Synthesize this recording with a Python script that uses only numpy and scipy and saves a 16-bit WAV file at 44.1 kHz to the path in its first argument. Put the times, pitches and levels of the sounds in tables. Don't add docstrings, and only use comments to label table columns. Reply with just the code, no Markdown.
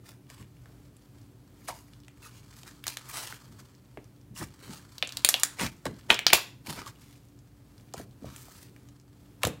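import sys
import numpy as np
from scipy import signal
from scipy.fft import rfft, irfft, next_fast_len
from scipy.io import wavfile
from scipy.ndimage import uniform_filter1d, map_coordinates

SR = 44100
rng = np.random.default_rng(int(sys.argv[2]) if len(sys.argv) > 2 else 0)


def to_wav(s):
    ch = np.atleast_2d(s).T
    pcm = np.round(np.clip(ch, -1, 1) * 32767)
    wavfile.write(sys.argv[1], SR, pcm.astype(np.int16))


N = 423360

# peak t/s, length/s, level/dB, tilt/(dB/octave)
PEELS = [(0.078, 0.086, -53.5, -0.5), (0.317, 0.078, -54, -1.5), (0.39, 0.063, -55.5, -2),
         (1.684, 0.24, -57, 0.5), (1.687, 0.026, -38.5, -0.5), (2.245, 0.065, -49, -0.5),
         (2.356, 0.11, -59.5, -0.5), (2.579, 0.11, -58.5, 1), (2.675, 0.05, -51.5, -1.5),
         (2.889, 0.07, -42.5, 0), (3.061, 0.056, -57.5, -1), (3.095, 0.022, -39.5, 5),
         (3.166, 0.11, -38.5, -0.8), (3.257, 0.12, -44, -0.5), (3.595, .024, -52.5, -2),
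         (4.386, 0.081, -42, 0), (4.415, 0.041, -41, -7.5), (4.638, .14, -53, -2.5),
         (4.735, 0.092, -48, -1), (5.608, 0.075, -34, -3), (5.649, 0.044, -35, -3), (5.86, .02, -35, -5.5),
         (6.114, .05, -29, -5), (6.345, 0.044, -28.5, 3), (6.694, 0.091, -39.5, -1.2),
         (6.787, 0.064, -40.5, -4), (6.868, .06, -49, -2.5), (7.051, 0.24, -61.5, 0.5),
         (7.981, 0.069, -49, -1), (8.279, .14, -53, -2.5), (8.401, 0.27, -55.5, 3.5), (8.579, .15, -57, 1),
         (9.44, 0.057, -38, -3)]
SWELL_SHARE = .3
ROOM_DB, ROOM_T60_S, ROOM_TREBLE_T60_S = -10.5, 0.34, 0.18
POP_Q = 2.5


def undb(db):
    return 10 ** (np.asarray(db) / 20)


def unit(x):
    return x / np.sqrt(np.mean(x ** 2))


def colour(x, points, tilt_db_oct=0):
    size = next_fast_len(len(x))
    octave = np.log2(np.maximum(np.arange(size // 2 + 1) * SR / size, 1))
    hz, db = np.transpose(points)
    gain = undb(np.interp(octave, np.log2(hz), db) + tilt_db_oct * (octave - np.log2(4000)))
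    return irfft(rfft(x, size) * gain, size)[:len(x)]


def cut(x, hz, kind, order=2):
    return signal.sosfilt(signal.butter(order, min(hz, .45 * SR), kind, fs=SR, output="sos"), x)


def walk(rate_hz, size):
    knots = rng.standard_normal(4096)
    return map_coordinates(knots, [np.arange(size) * rate_hz / SR], order=3, mode="wrap")


def add(out, s, x):
    i = int(round(s * SR))
    x = x[max(-i, 0):max(len(out) - i, 0)]
    out[max(i, 0):max(i, 0) + len(x)] += x


def ventilation(air_db=-55.5, waver_db=1.43):
    # f/Hz, level/dB
    air_spectrum = [(15, -62.5), (25, -35.5), (43, -15), (86, -8.5), (116, -1.5), (148, -10), (253, -14),
                    (289, -14.5), (322, -19), (368, -17), (399, -21), (509, -25), (1200, -34.5),
                    (5880, -42.5), (15500, -43.5)]
    # f/Hz, width/Hz, level/dB
    fan_tones = [(56.2, 6.5, -66), (124.1, 14, -60.5), (289, 10, -65), (380, 15, -79.5)]
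    out = unit(colour(rng.standard_normal(N), air_spectrum)) * undb(air_db - waver_db * walk(5.1, N))
    t = np.arange(N) / SR
    for hz, width_hz, db in fan_tones:
        drift = 1 + .5 * (walk(2 * width_hz, N) + 1j * walk(2 * width_hz, N))
        out += undb(db) * unit(np.real(drift * np.exp(2j * np.pi * hz * t)))
    return out


def room(x, build_s=0.0046, split_hz=5000, near_db=-3, near_s=0.017, jitter=0.066, mirror_hz=700):
    # f/Hz, level/dB
    tail_spectrum = [(100, 1.5), (400, -0.5), (900, -3), (2800, 0.5), (6000, -3.5), (15000, -1)]
    # delay/ms, level/dB
    reflections = [(1.7, -6), (6.2, -16.5), (8.4, -23.5), (15.6, -19.5)]
    t = np.arange(SR // 3) / SR
    noise = colour(rng.standard_normal(len(t)), tail_spectrum)
    low = cut(noise, split_hz, "low", order=1)
    tail = low * undb(-60 * t / ROOM_T60_S) + (noise - low) * undb(-60 * t / ROOM_TREBLE_T60_S)
    tail += undb(near_db) * noise * np.exp(-t / near_s)
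    tail *= 1 - np.exp(-t / build_s)
    echoes = np.zeros(len(t))
    for ms, db in reflections:
        add(echoes, ms * (1 + jitter * rng.standard_normal()) / 1000, undb([db]))
    response = undb(ROOM_DB) * tail / np.linalg.norm(tail) + cut(echoes, mirror_hz, "high", order=1)
    response[0] = 1
    return signal.fftconvolve(x, response)


def background_gain(ease_s=.08):
    # t/s, level/dB
    stretches = [
        [(0.3, -66), (1.28, -71.5), (2.15, -67), (2.22, -62.5), (2.9, -58), (3.05, -52), (3.15, -49),
         (3.6, -65.5), (4.2, -70.5)],
        [(4.45, -69), (4.808, -55.5), (5.022, -55.5), (5.072, -56.5), (5.24, -47), (5.52, -50.5), (5.688, -66),
         (5.906, -65), (6.08, -58)],
        [(6.95, -62.5), (7.22, -70.5), (7.9, -72), (8.29, -69.5), (8.41, -55), (8.49, -56), (8.63, -64.5),
         (8.82, -69), (9.35, -70.5)],
    ]
    t = np.arange(N) / SR
    gain = sum(np.interp(t, s, undb(db), left=0, right=0) for s, db in map(np.transpose, stretches))
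    return np.maximum(uniform_filter1d(gain, int(ease_s * SR)), 0)


def fizz(size, tilt_db_oct, snaps_per_s=1800, scatter_db=4, hiss_db=-3, catch_db=2.5, catch_hz=90,
         fold_hz=1600, fold_q=3, fold_db=-2, hollow_db=-5, hollow_s=.004):
    # f/Hz, level/dB
    spectrum = [(210, -28.5), (350, -8.5), (774, -12), (906, -6), (1110, -6.5), (1940, -10), (4720, -5.5),
                (5190, -6.5), (7470, -6.5), (15500, -13)]
    snaps = rng.random(size) < snaps_per_s / SR
    strengths = undb(scatter_db * np.minimum(rng.exponential(size=size), 5)) * rng.choice([-1, 1], size)
    x = colour(unit(snaps * strengths) + undb(hiss_db) * rng.standard_normal(size), spectrum, tilt_db_oct)
    centre_hz = fold_hz * np.exp(0.29 * rng.standard_normal())
    x += undb(fold_db) * signal.lfilter(*signal.iirpeak(centre_hz, fold_q, fs=SR), x)
    t = np.arange(SR // 50) / SR
    hollow = rng.standard_normal(len(t)) * np.exp(-t / hollow_s)
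    x += undb(hollow_db) * signal.fftconvolve(x, hollow / np.linalg.norm(hollow))[:size]
    return unit(x) * undb(catch_db * walk(catch_hz, size))


def background_fizz(gain, rel_db=-4, waver_db=2, waver_hz=22):
    return gain * undb(rel_db + waver_db * walk(waver_hz, N)) * fizz(N, tilt_db_oct=-2.04)


def prickle(gain, count=120, base_db=-55, scatter_db=4, centre_hz=3800):
    out, cumulative = np.zeros(N), np.cumsum(np.sqrt(gain))
    for when, size, pitch in rng.random((count, 3)):
        s = np.searchsorted(cumulative, when * cumulative[-1]) / SR
        db = base_db - scatter_db * np.log(size + 0.031)
        add(out, s, undb(db) * pop(centre_hz * 2 ** (2 * pitch - 1), POP_Q, crack_db=-5.5))
    return out


def thuds(low_hz=65, high_hz=190, push_s=0.0023, decay_s=0.048):
    # t/s, level/dB
    presses = [(0.398, -44.5), (4.30, -44), (4.399, -37.5), (4.698, -47), (5.614, -34.5), (5.861, -36),
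               (6.682, -37.5), (7.969, -42), (8.239, -39), (9.445, -29.5)]
    out, t = np.zeros(N), np.arange(SR // 2) / SR
    for s, db in presses:
        noise = cut(rng.standard_normal(len(t)), low_hz, "high", order=4)
        body = unit(cut(noise, high_hz, "low", order=3))
        add(out, s, undb(db) * body * (1 - np.exp(-t / push_s)) * np.exp(-t / decay_s))
    return out


def bubble(hz, halve_s, decay_s, rest_hz=200):
    t = np.arange(1024) / SR
    pitch_hz = rest_hz + (hz - rest_hz) / (1 + t / halve_s)
    return np.exp(-t / decay_s) * np.sin(2 * np.pi * np.cumsum(pitch_hz) / SR)


def squelches(per_peel=5, rel_db=-3, scatter_db=3, centre_hz=1900, spread=0.28):
    out = np.zeros(N)
    for s, length_s, db, _ in PEELS:
        for when, size, pitch in rng.standard_normal((per_peel, 3)):
            chirp = bubble(centre_hz * np.exp(spread * pitch), halve_s=.03, decay_s=.0025)
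            share = SWELL_SHARE if when < 0 else 1 - SWELL_SHARE
            add(out, s + 0.66 * when * share * length_s, undb(db + rel_db + scatter_db * size) * chirp)
    return out


def peels():
    out = np.zeros(N)
    for s, length_s, db, tilt_db_oct in PEELS:
        swell_s, fade_s = SWELL_SHARE * length_s, (1 - SWELL_SHARE) * length_s
        t = np.arange(-2 * swell_s, 2 * fade_s + .12, 1 / SR)
        envelope = np.exp(-(t / np.where(t < 0, swell_s, fade_s)) ** 2)
        wash = undb(ROOM_DB - 60 * np.abs(t) / ROOM_T60_S) * (t > 0)
        add(out, s + t[0], undb(db) * np.hypot(envelope, wash) * fizz(len(t), tilt_db_oct))
    return out


def squeaks(open_s=0.00056, wobble=0.041, rough=0.51, sag_s=0.62):
    # t/s, level/dB, f/Hz, decay/ms
    slits = [(1.703, -34, 953, 15), (2.226, -55, 2730, 27), (2.258, -51, 1296, 12), (6.102, -15.5, 3160, 7),
             (6.816, -39, 1290, 7.5), (6.865, -36.5, 1160, 6.4)]
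    out, t = np.zeros(N), np.arange(SR // 6) / SR
    for s, db, hz, decay_ms in slits:
        pitch_hz = hz / (1 + t / sag_s) * np.exp(wobble * walk(250, len(t)))
        envelope = (1 - np.exp(-t / open_s)) * np.exp(-1000 * t / decay_ms)
        envelope *= 1 + rough * walk(251, len(t))
        add(out, s, room(undb(db) * envelope * np.sin(2 * np.pi * np.cumsum(pitch_hz) / SR)))
    return out


def pocket(hz, rest_hz=90, open_s=0.00035, halve_cycles=3.8, decay_cycles=7.4, wobble=.13, rough=0.92):
    t = np.arange(SR // 5) / SR
    cycles = hz * t
    pitch_hz = rest_hz + (hz - rest_hz) / (1 + cycles / halve_cycles)
    pitch_hz *= np.exp(wobble * walk(410, len(t)))
    envelope = (1 - np.exp(-t / open_s)) * np.exp(-cycles / decay_cycles)
    envelope *= 1 + rough * walk(500, len(t))
    return envelope * np.sin(2 * np.pi * np.cumsum(pitch_hz) / SR)


def plops():
    # t/s, level/dB, starting f/Hz
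    folds = [(1.6856, -22, 2060), (1.695, -31, 2080), (1.7, -33, 1500), (3.9731, -37, 756),
             (4.417, -37.5, 451), (4.678, -42.5, 1630), (4.693, -42.5, 285), (5.611, -34, 270),
             (5.633, -31.5, 233), (5.856, -22.5, 650), (5.876, -32, 418), (6.682, -39, 288),
             (6.779, -42.5, 358), (7.941, -31.5, 1450), (7.998, -35, 675), (8.223, -40, 327),
             (8.244, -38.5, 640), (8.483, -48, 1090), (9.436, -15.5, 1860), (9.448, -35, 336),
             (9.47, -26, 593)]
    out = np.zeros(N)
    for s, db, hz in folds:
        add(out, s, room(undb(db) * pocket(hz)))
    return out


def pop(hz, q, crack_db, tear_s=.0004, shred_s=0.0027, shred_db=-18, cutoff_ratio=1.61,
        gulp_db=-17, gulp_hz=2600, linger_db=-20.5, linger_s=0.0062):
    # f/Hz, level/dB
    crack_spectrum = [(300, -11), (1500, -1.5), (4000, 0), (7000, 2.5), (11000, -4), (16000, -7)]
    t = np.arange(1024) / SR
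    ring = np.exp(-np.pi * hz * t / q) * np.cos(2 * np.pi * hz * t)
    ring[0] /= 2
    ring = cut(ring, cutoff_ratio * hz, "low", order=4)
    ring /= np.abs(ring).max()
    tearing = np.exp(-t / tear_s) + undb(shred_db) * np.exp(-t / shred_s)
    crack = unit(colour(rng.standard_normal(len(t)) * tearing, crack_spectrum)) * np.std(ring)
    linger = unit(signal.fftconvolve(rng.standard_normal(len(t)), ring)[:len(t)]) * np.exp(-t / linger_s)
    gulp = bubble(gulp_hz, halve_s=0.00096, decay_s=0.0011) * min(gulp_hz / hz, 1)
    direct = ring + undb(crack_db) * crack + undb(linger_db) * linger + undb(gulp_db) * gulp
    return cut(direct, 260, "high")


def pops(wide_hz=2720, damping_power=0.43, lag_s=.0008, pocket_ratio=.55, pocket_db=-17.5, fall_db_oct=22):
    # t/s, level/dB, cavity f/Hz, crack re ring/dB
    bursts = [(0.301, -37.5, 2300, 1), (0.658, -43, 1550, -11), (0.967, -42.5, 8900, -3),
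              (2.082, -41.5, 2580, 0.5), (2.633, -39.5, 2620, 3.5), (2.84, -27.5, 3240, 0),
              (2.868, -30.5, 1710, 11), (2.88, -17.5, 4600, 5.5), (2.971, -25, 3950, 4.5),
              (3.325, -28, 1520, -9), (3.9735, -37, 2080, -17), (4.982, -26.5, 3514, -0.5),
              (5.0259, -8.5, 2980, -16.5), (5.074, -25.5, 7020, -7.5), (5.092, -27.5, 3450, -2.5),
              (5.123, -25.5, 4010, -3), (5.171, -17, 3980, 3), (5.2477, -3, 3530, 5.5),
              (5.2890, 5, 8500, -19), (5.3414, -4.5, 3020, -7), (5.3982, -19, 9300, -7),
              (5.434, -1, 6620, 0.5), (5.597, -19.5, 2380, -21), (5.855, -29.5, 1903, 4.5),
              (6.1033, 4, 2750, -24.5), (6.1167, -14, 3200, -23.5), (6.144, -13, 5000, -4),
              (6.191, -15, 2357, -4.5), (6.2665, 3.5, 4290, -10.5), (6.282, -15.5, 4465, -13),
              (6.303, -13, 2395, -12.5), (6.3297, -4, 2000, -14.5), (6.3324, 4.5, 2902, 2.5),
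              (7.938, -23.5, 5600, -2.5), (8.362, -26.5, 8300, 0.5), (8.888, -43, 6000, -2),
              (9.4336, -14, 2500, 1.5), (9.451, -13.5, 4200, 3), (9.471, -18, 9240, 0)]
    out = np.zeros(N)
    for s, db, hz, crack_db in bursts:
        burst = np.zeros(SR // 10)
        q = POP_Q * (wide_hz / hz) ** damping_power
        add(burst, 0, pop(hz, q, crack_db))
        plop_db = pocket_db - fall_db_oct * max(np.log2(hz / wide_hz), 0)
        add(burst, lag_s, undb(plop_db) * pocket(pocket_ratio * hz))
        add(out, s, room(undb(db) * burst))
    return out


def scene():
    gain = background_gain()
    wet_ticks = room(squelches() + prickle(gain))[:N]
    slime = pops() + plops() + squeaks() + thuds() + peels() + background_fizz(gain) + wet_ticks
    return (slime + ventilation())[None]


def record(dry):
    clipped = cut(np.clip(dry, -1, 1), 40, "high")
    return signal.sosfilt(signal.ellip(10, .1, 80, 15750, fs=SR, output="sos"), clipped)


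dry = scene()
out = record(dry)
to_wav(out)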